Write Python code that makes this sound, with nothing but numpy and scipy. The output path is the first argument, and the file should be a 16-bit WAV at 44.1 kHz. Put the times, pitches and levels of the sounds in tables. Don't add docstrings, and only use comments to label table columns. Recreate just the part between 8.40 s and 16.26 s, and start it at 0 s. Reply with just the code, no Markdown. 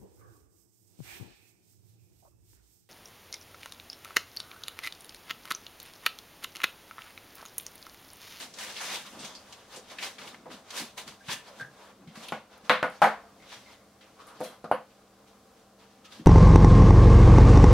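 import sys
import numpy as np
from scipy import signal
from scipy.fft import rfft, irfft, next_fast_len
from scipy.io import wavfile
from scipy.ndimage import uniform_filter1d

SR = 44100
rng = np.random.default_rng(int(sys.argv[2]) if len(sys.argv) > 2 else 0)


def makeup_ratio(level_db):
    decades = np.asarray(level_db, float) / 20
    return 10 ** decades


def int16_out(signal):
    q = np.round(np.clip(np.atleast_2d(signal).T, -1, 1) * 32767)
    wavfile.write(sys.argv[1], SR, q.astype(np.int16))


N = 346623


def read(points, hz):
    point_hz, value = np.transpose(points)
    return np.interp(np.log(hz), np.log(point_hz), value)


def colour(x, points):
    size = next_fast_len(x.shape[-1])
    hz = np.maximum(np.arange(size // 2 + 1) * SR / size, 1)
    spectrum = rfft(x, size) * makeup_ratio(read(points, hz))
    return irfft(spectrum, size)[..., :x.shape[-1]]


def unit(x):
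    return x / np.sqrt(np.mean(x ** 2))


def band(x, low_hz, high_hz):
    return signal.sosfilt(signal.butter(2, [low_hz, high_hz], "band", fs=SR, output="sos"), x)


def walk(rate_hz):
    hold = int(SR / rate_hz)
    steps = np.repeat(rng.standard_normal(N // hold + 1), hold)
    return 1.338 * uniform_filter1d(uniform_filter1d(steps, hold), hold)[:N]


def add(out, start_s, x):
    i = int(start_s * SR)
    out[..., i:i + x.shape[-1]] += x[..., :N - i]


# frequency_hz, density_db (per Hz)
HISS_SPECTRUM = [(15, -40), (25, -17), (130, -8), (170, -21), (205, -9.5), (333, -8.5), (361, -15.5),
                 (449, -10), (486, -10), (769, -11), (929, -31), (1040, -13), (1870, -25.5), (4820, -25),
                 (15800, -36.5)]
# frequency_hz, level_db
HUM_LINES = [(199.2, -71), (446.8, -75.5), (527.6, -78.5), (651.4, -81), (780.6, -78)]


def background():
    hiss_db, rumble_db = -61.5, -79.5
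    hiss = unit(colour(rng.standard_normal((2, N)), HISS_SPECTRUM))
    out = hiss * makeup_ratio(hiss_db + 0.87 * walk(3.03))
    rumble = unit(band(rng.standard_normal(N), 63, 85))
    out[0] += makeup_ratio(rumble_db + 1.1 * walk(1)) * rumble
    for hz, db in HUM_LINES:
        wandering_hz = hz * (1 + 0.00732 * walk(28))
        tone = np.sin(2 * np.pi * np.cumsum(wandering_hz) / SR)
        out[0] += makeup_ratio(db + 6.5 + 1.7 * walk(6.6)) * tone
    return out


REFLECTION_GAP_S = 0.0029
# frequency_hz, t60_s
ROOM_DECAY = [(150, 0.22), (600, 0.22), (2000, 0.29), (5000, 0.29), (12000, 0.24)]
# frequency_hz, level_db
ROOM_SPECTRUM = [(100, -9.5), (210, 4.5), (320, -8), (420, -7.5), (520, -0.5), (2500, -3), (6000, -4),
                 (12000, 0)]


def room():
    t = np.arange(SR // 2) / SR
    out = 0
    for hz in 100 * 2 ** np.arange(0, 7.3, 0.5):
        noise = band(rng.standard_normal((2, len(t))), hz / 2 ** 0.25, hz * 2 ** 0.25)
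        out = out + noise * makeup_ratio(read(ROOM_SPECTRUM, hz) - 60 * t / read(ROOM_DECAY, hz))
    out = out * np.clip(t / REFLECTION_GAP_S - 0.2, 0, 1)
    return out / np.sqrt(np.sum(out[0] ** 2))


# frequency_hz, level_db, t60_s
TABLE_MODES = [(215.4, 1, 0.26), (454, -7.5, 0.19), (507.5, 2.5, 0.23), (628, -3.5, 0.22), (700, -1, 0.17),
               (767, -11, .22), (850, -10, 0.18), (949, -8, 0.12), (994, -4, 0.15), (1063, -0.5, 0.18),
               (1242, -0.5, 0.18), (1462, 2, 0.15), (1642, -2, .13), (2170, -3, .22)]


def table_top(scatter_db):
    t = np.arange(SR // 2) / SR
    hz, db, t60_s = np.transpose(TABLE_MODES)[:, :, None]
    scatter, phase = rng.standard_normal((2, len(hz), 1))
    decay = makeup_ratio(db + scatter_db * scatter - 60 * t / t60_s)
    modes = (decay * np.sin(2 * np.pi * (hz * t + phase))).sum(axis=0)
    return modes * np.clip(t / REFLECTION_GAP_S - 0.3, 0, 1) / 100


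def blow(hz, cycles):
    turns = np.arange(SR // 8) * hz / SR
    envelope = (1 - np.exp(-turns / 0.55)) * np.exp(-turns / max(cycles, 0.3))
    x = -np.sin(2 * np.pi * turns) * envelope
    return x / np.abs(x).max()


def struck(start_s, db, contact, ring_db, air, out):
    table_db, room_db, contact_lag_s = -17, 0, 0.00112
    echo = makeup_ratio(room_db) * air
    echo[0] += makeup_ratio(table_db + 12.5) * table_top(scatter_db=2.5)
    sound = makeup_ratio(ring_db) * signal.fftconvolve(contact[None], echo, axes=1)
    sound[0, :len(contact)] += contact
    sound[1, :len(contact)] += 0.08 * contact
    add(out, start_s + contact_lag_s, makeup_ratio(db) * sound)


def blows(rows, gain_db, airs, out):
    for k, (start_s, db, hz, cycles, ring_db) in enumerate(rows):
        struck(start_s, db + gain_db, blow(hz, cycles), ring_db, airs[k % 3], out)


# start_s, peak_db, pitch_hz, contact_cycles, ring_db
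HAND_PUSHES = [
    (2.882, -37.5, 124, 0.63, -2),
    (3.672, -44, 155, 0.65, -5.5),
    (3.209, -49, 134, 2, 6),
    (3.772, -41, 198, 1.1, -9),
    (7.794, -47.5, 314, 2.6, -20.5),
    (7.822, -47, 205, 1.5, -21),
    (7.852, -43, 179, 2.5, -5.5),
    (1.369, -42.5, 425, 1.5, 1),
    (2.059, -43.5, 634, 0.69, 3.5),
]
# start_s, peak_db, pitch_hz, contact_cycles, ring_db
CAP_ROCKS = [
    (3.1978, -37.5, 1585, 15, -13),
    (3.2096, -33, 1580, 12, -9),
    (3.228, -40, 1750, 9.3, -7),
    (3.247, -43.5, 1634, 17, -8),
]
# start_s, peak_db, pitch_hz, ring_db
SMALL_TICKS = [
    (1.9438, -41.5, 1800, -8),
    (3.7554, -44, 4000, -9),
    (3.837, -57, 5170, -8),
    (3.886, -41.5, 5650, -13),
    (4.1784, -46.5, 10700, -11),
    (4.4999, -42.5, 9840, -3.5),
    (4.579, -51.5, 5590, -15),
    (5.8686, -46.5, 9550, 4.5),
]


def light_contacts(airs, out):
    ticks = [(start_s, db, hz, 1.1, ring_db) for start_s, db, hz, ring_db in SMALL_TICKS]
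    blows(ticks + HAND_PUSHES + CAP_ROCKS, 2.5, airs, out)


# start_s, peak_db, pitch_hz, contact_cycles, ring_db
TOOL_KNOCKS = [(3.921, -15.5, 760, 0.32, -1), (4.295, -12, 1150, 1.7, -3.5), (4.302, -12, 560, 1.7, -7),
               (4.3095, -14, 1150, 1.7, -6), (4.427, -11, 700, 0.38, -0.5), (4.444, -17, 1170, 1.2, -6),
               (4.617, -6.5, 780, 1.5, 0), (4.627, -11, 760, 0.95, 1.5), (4.6305, -12, 760, 0.74, -7),
               (4.641, -16.5, 910, 0.76, 4), (4.646, -13, 850, 1.1, -3), (4.653, -11, 800, 0.92, -1.5),
               (4.669, -17, 700, 1.1, -6), (6.004, -23.5, 590, 0.37, 2), (6.0105, -21.5, 560, 0.6, -3.5),
               (6.241, -24.5, 510, 0.19, -1), (6.313, -5, 756, 0.9, -13), (6.3228, -12.5, 680, .7, -9)]
# start_s, peak_db, pitch_hz, contact_cycles, ring_db
JAW_EDGES = [(3.924, -26, 1370, 1, -8.5), (4.2961, -10, 1540, 0.41, 6), (4.4293, -15.5, 1400, 1, -4),
             (4.6174, -19, 1360, 0.48, 12.5), (4.6404, -14.5, 1660, 0.78, 3), (6.2432, -36, 1220, 1, -4),
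             (6.3131, -35.5, 1100, 0.36, 18.5), (3.9215, -26.5, 2430, 0.35, 4.5),
             (4.2946, -10, 2300, 0.42, 3), (4.4278, -17, 2320, 0.32, -2.5),
             (4.6179, -24.5, 3170, 0.38, 12.5), (6.3145, -36, 2590, 0.75, 0),
             (4.2945, -16.5, 4010, 1.9, -4), (6.313, -43, 1880, 1.3, -5)]


def tool_knocks(airs, out):
    blows(TOOL_KNOCKS, -2, airs, out)
    blows(JAW_EDGES, 2.5, airs, out)


# start_s, peak_db
STEEL_TICKS = [
    (3.92, -42),
    (4.295, -27),
    (4.427, -36),
    (4.617, -29),
    (4.627, -35),
    (4.641, -28.5),
    (6.004, -39.5),
    (6.313, -40),
]


def steel_ticks(airs, out):
    t = np.arange(SR // 8) / SR
    for k, (start_s, db) in enumerate(STEEL_TICKS):
        steel = band(rng.standard_normal(len(t)), 4000, 12000) * np.exp(-t / 0.0014)
        struck(start_s, db, steel, -1.3, airs[k % 3], out)


def hits():
    out = np.zeros((2, N))
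    airs = [room() for spot in range(3)]
    light_contacts(airs, out)
    tool_knocks(airs, out)
    steel_ticks(airs, out)
    return signal.sosfilt(signal.butter(3, 109.4, "high", fs=SR, output="sos"), out)


def releases(rows):
    out = np.zeros((2, N))
    t = np.arange(SR // 2) / SR
    for start_s, db, hz, octaves, fade_s in rows:
        half = 2 ** (np.clip(octaves, 0.04, 4) / 2)
        noise = unit(band(rng.standard_normal((2, len(t))), hz / half, min(hz * half, 16000)))
        envelope = (1 - np.exp(-t / 0.00046)) * np.exp(-t / max(fade_s, 0.003))
        add(out, start_s, makeup_ratio(db - 12) * noise * envelope)
    return out


# start_s, peak_db, centre_hz,
# width_octaves, fade_s
BUZZES_AND_RINGS = [(6.241, -42.5, 9400, .35, .004), (6.242, -43.5, 3500, 1, .02), (6.256, -45, 2700, 1, .008),
                    (6.3135, -35.5, 10500, 0.22, 0.0033), (6.335, -48, 10700, .2, .02),
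                    (6.32, -45.5, 4540, .15, 0.036), (6.318, -33, 2740, 0.25, .03), (4.30, -26, 1900, 0.19, .03),
                    (4.30, -20, 3500, 0.17, .035), (4.432, -26, 1900, .4, 0.027), (4.31, -34, 3830, .15, .04),
                    (4.70, -32.5, 840, 1.4, 0.087), (6.0105, -39, 8000, 1.5, .003), (6.123, -39, 900, 1.2, .012),
                    (5.999, -36, 700, 1, .004), (6.055, -42, 3280, 0.092, .04), (2.8, -40, 1620, .12, 0.023),
                    (3.674, -43.5, 2300, 1.7, 0.043), (3.835, -36, 3500, 2, .006), (4.43, -29, 1960, .5, 0.036),
                    (4.62, -26, 440, .2, 0.053), (6.318, -20, 515, .12, .035), (6.318, -19, 980, .5, .025),
                    (6.243, -32, 1250, .25, .03), (6.012, -27, 520, .15, .025), (6.011, -33, 1400, 1, .015)]


def buzzes_and_rings():
    return releases(BUZZES_AND_RINGS)


# start_s, peak_db, centre_hz, width_octaves, fade_s
CLOTH_SCUFFS = [(0.138, -35.5, 4760, 1.1, 0.019), (0.185, -28.5, 2520, 2.6, 0.03),
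                (0.364, -28, 2930, 1.1, 0.043), (0.404, -28, 1200, 1.4, 0.06), (.5, -33, 1200, 1.5, .05),
                (0.65, -40, 1176, 0.67, 0.035), (0.791, -36, 4120, 1.2, 0.083),
                (0.846, -30, 2770, 2.5, 0.019), (0.95, -36, 4400, 1.2, 0.015),
                (1.125, -32.5, 3700, 1.6, 0.015), (1.36, -33, 4730, 1.6, 0.027),
                (1.499, -38, 3100, 1.3, 0.02), (1.585, -25, 2300, 1.3, 0.019),
                (1.626, -24, 2400, 1.9, .018), (1.783, -30.5, 1980, 1.8, 0.014),
                (1.815, -32, 2200, 1.7, .012), (1.875, -33.5, 2680, 1.2, .012),
                (1.9445, -31, 1500, 2, .006), (2.057, -28, 600, 1.2, 0.02), (2.103, -35, 1200, 1.7, 0.016),
                (2.305, -27, 3300, 1.6, 0.012), (2.578, -49, 4050, 3.2, 0.039),
                (2.676, -29.5, 2010, 2.8, 0.014), (2.884, -26, 1750, 2.2, 0.046),
                (2.893, -26, 1800, 1.5, 0.038), (3.756, -34.5, 1220, 1.6, 0.012),
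                (3.884, -26, 3100, 0.7, 0.012), (5.023, -41.5, 842, 3.8, 0.018),
                (5.12, -35, 1310, 1.7, 0.038), (5.61, -44, 2130, 1.5, 0.052),
                (7.721, -40, 1250, 0.75, 0.024)]
# start_s, peak_db,
# centre_hz, width_octaves, fade_s
RUBBER_DRAGS = [(5.788, -35, 1200, 0.35, 0.04), (5.867, -43.5, 1250, 0.32, 0.11),
                (7.643, -45, 1273, 0.097, 0.049), (4.7, -41, 690, .06, .15), (.41, -36, 6400, .12, .05),
                (.498, -29, 3830, 0.088, .03), (.795, -41, 8300, 0.114, 0.026),
                (.84, -37, 3400, 0.17, 0.061), (.85, -38.5, 6360, .15, 0.045),
                (.95, -35, 4700, 0.24, 0.029), (2.915, -28, 3390, 0.1, 0.025), (2.895, -30, 1760, .12, .04),
                (2.89, -30, 1020, 0.23, .04), (3.1, -33, 554, .15, .03), (2.9, -35, 4600, .1, .03),
                (2.91, -34, 2810, 0.08, 0.04), (5.26, -47.0, 2090, 0.19, 0.095),
                (5.0, -49, 2080, 0.16, 0.063), (6.04, -41, 4055, 0.099, 0.0405),
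                (6.035, -39.5, 10000, 0.63, 0.045), (3.883, -38.5, 10200, .4, 0.012)]


def scuffs():
    return releases(CLOTH_SCUFFS + RUBBER_DRAGS)


def swells(t, rows, linger=1):
    peak_s, db, rise_s, fall_s = np.transpose(rows)[:4, :, None]
    before = (peak_s - t) / np.maximum(rise_s, 0.005)
    after = (t - peak_s) / np.maximum(fall_s, 0.005)
    away = np.where(t < peak_s, before, after)
    return makeup_ratio(db - 20 * away / linger) ** 2


# peak_s, effort_db, rise_s, fall_s, fold_db
CLOTH_STROKES = [(0.02, -44, 0.48, 0.12, -5.5), (.21, -41, 0.077, 0.33, -7.5), (.3, -46, .06, .08, -6),
                 (.42, -43, 0.1, 0.3, -8), (.545, -36, 0.25, 0.1, -7.5), (.665, -46, 0.028, 0.081, -21),
                 (.86, -50, 0.32, 0.23, -0.5), (1.12, -57, 0.2, 0.28, -2), (1.35, -51.5, 0.11, 0.13, 0),
                 (1.52, -50.5, 0.091, 0.095, -2.5), (1.632, -37.5, 0.056, 0.11, -6),
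                 (1.79, -52, 0.012, 0.3, 1), (1.89, -49, 0.12, 0.06, -3), (2.12, -49.5, 0.03, 0.12, 2),
                 (2.38, -35.5, 0.079, 0.1, -5.5), (2.58, -41, 0.011, 0.079, -2),
                 (2.68, -48, 0.032, 0.11, -5.5), (2.928, -36.5, 0.07, 0.062, -5),
                 (3.08, -55.5, 0.086, 0.14, 1.5), (3.21, -52.5, 0.12, 0.063, 3), (3.42, -59, 0.22, 0.22, 4),
                 (3.76, -50, 0.018, 0.12, 2), (3.845, -49, 0.12, 0.14, -1)]
# peak_s, effort_db, rise_s, fall_s, fold_db
TOOL_HANDLING = [(4.136, -61, 0.066, 0.25, 5.5), (4.25, -56, 0.021, 0.16, 2.5),
                 (4.52, -60.5, .03, 0.51, 4.5), (5.029, -68.5, 0.012, 0.23, 11),
                 (5.143, -47, 0.12, 0.074, -12), (5.332, -58.5, 0.44, 0.099, -3),
                 (5.61, -67, .025, 0.69, 0), (5.812, -58.5, 0.051, 0.099, 3.5),
                 (5.885, -60, 0.027, 0.15, 8.5), (6.046, -49.5, 0.11, 0.12, -1), (6.14, -70, .1, 0.077, 11),
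                 (6.5, -68.5, 0.075, 0.43, -1), (6.878, -63.5, 0.013, 0.13, -1),
                 (7.176, -68, .02, 0.14, -2), (7.4, -64, 0.029, 0.51, -1.5),
                 (7.652, -53.5, 0.011, 0.058, -16), (7.724, -51.5, 0.02, 0.14, -10),
                 (7.76, -57.5, 0.089, 0.058, 0), (7.86, -68.5, .2, .1, 7)]
# peak_s, weight_db, rise_and_fall_s
HAND_LEANS = [(0.0, -56, 0.13), (.22, -62, 0.7), (.51, -53, 0.24), (.82, -53.5, 0.28), (1.62, -56, 0.11),
              (1.88, -56, 0.41), (2.1, -49, 0.17), (2.421, -40.5, 0.042), (2.58, -57, .08),
              (2.68, -48.5, 0.069), (2.91, -51, 0.088), (3.212, -55.5, 0.091), (3.67, -56, 0.22),
              (3.881, -58, 0.19), (4.25, -59, .06), (5.0, -62, .1), (6.03, -52, 0.12), (7.81, -45.5, 0.042)]


def controls():
    rest_db, rest_fold_db, rest_lean_db = -84, -68, -71
    cloth_hiss_db, finger_hiss_db = -7, -10
    t = np.arange(0, N + 64, 64) / SR
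    rows = CLOTH_STROKES + TOOL_HANDLING
    counts = [len(CLOTH_STROKES), len(TOOL_HANDLING)]
    hiss_db = np.repeat([cloth_hiss_db, finger_hiss_db], counts)[:, None]
    fold_db = np.array(rows)[:, 4:]
    strokes = swells(t, rows)
    slow_strokes = swells(t, rows, linger=1.216)
    leans = swells(t, [row + row[-1:] for row in HAND_LEANS])
    effort = strokes.sum(axis=0) + makeup_ratio(rest_db) ** 2
    hiss = (strokes * makeup_ratio(hiss_db) ** 2).sum(axis=0) + makeup_ratio(rest_db) ** 2
    fold = (slow_strokes * makeup_ratio(fold_db) ** 2).sum(axis=0) + makeup_ratio(rest_fold_db) ** 2
    push = leans.sum(axis=0) + makeup_ratio(rest_lean_db) ** 2
    powers = [effort, hiss / effort, fold / effort, push / effort]
    return [np.interp(np.arange(N) / SR, t, 10 * np.log10(p)) for p in powers]


def slips(share, spread_db):
    slipping = rng.random(N) < share
    size_db = spread_db * np.minimum(rng.exponential(size=N), 3.5)
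    return 0.77 + slipping * makeup_ratio(size_db)


def patch(sizes, low_hz, high_hz):
    return band(sizes * rng.standard_normal((2, N)), low_hz, high_hz)


# frequency_hz, density_db (per Hz)
WEAVE_SPECTRUM = [(710, -20.5), (1200, -17.5), (1320, 1.5), (2330, 3), (3540, 4), (6580, -3.5),
                  (7900, -8.5), (15500, -23.5)]


def cloth():
    effort_db, hiss_db, fold_db, push_db = controls()
    sizes = slips(share=0.05, spread_db=2.5)
    weave = np.zeros((2, N))
    for low_hz in 1500 * 1.277 ** np.arange(6):
        level_db = read(WEAVE_SPECTRUM, 1.13 * low_hz) + 1.7 * walk(60)
        weave += makeup_ratio(level_db) * patch(sizes, low_hz, 1.277 * low_hz)
    hiss = colour(patch(sizes, 7800, 16300), WEAVE_SPECTRUM)
    folds = patch(slips(share=0.022, spread_db=4), 408, 1360)
    push = band(patch(slips(share=0.0041, spread_db=2.5), 164, 470), 124, 297)
    out = unit(weave)
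    out += makeup_ratio(hiss_db + 1.4 * walk(30)) * unit(hiss)
    out += makeup_ratio(fold_db + 1.6 * walk(30.5)) * unit(folds)
    out += makeup_ratio(push_db + 2 * walk(16)) * unit(push)
    out = out * makeup_ratio(effort_db + 0.9 * walk(40)) + scuffs() + buzzes_and_rings()
    room_db = -13
    return out + makeup_ratio(room_db) * signal.fftconvolve(out[:1], room(), axes=1)[:, :N]


# frequency_hz, level_db
PORT_DIFFERENCE = [(60, -16), (200, -28), (380, -13), (700, -11), (1290, -10.5), (3200, -6), (8120, -0.5),
                   (15000, 4)]


def scene():
    left_db = 0.5
    mid, side = background() + hits() + cloth()
    side = colour(side, PORT_DIFFERENCE)
    return np.array([(mid + side) * makeup_ratio(left_db / 2), (mid - side) * makeup_ratio(-left_db / 2)])


def band_limit(x):
    return signal.sosfilt(signal.butter(12, 16650, fs=SR, output="sos"), x)


def record(dry):
    top_cut = signal.ellip(10, 0.2, 60, 15830, fs=SR, output="sos")
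    mix = signal.sosfilt(top_cut, dry)
    return band_limit(mix)


dry = scene()
out = record(dry)
int16_out(out)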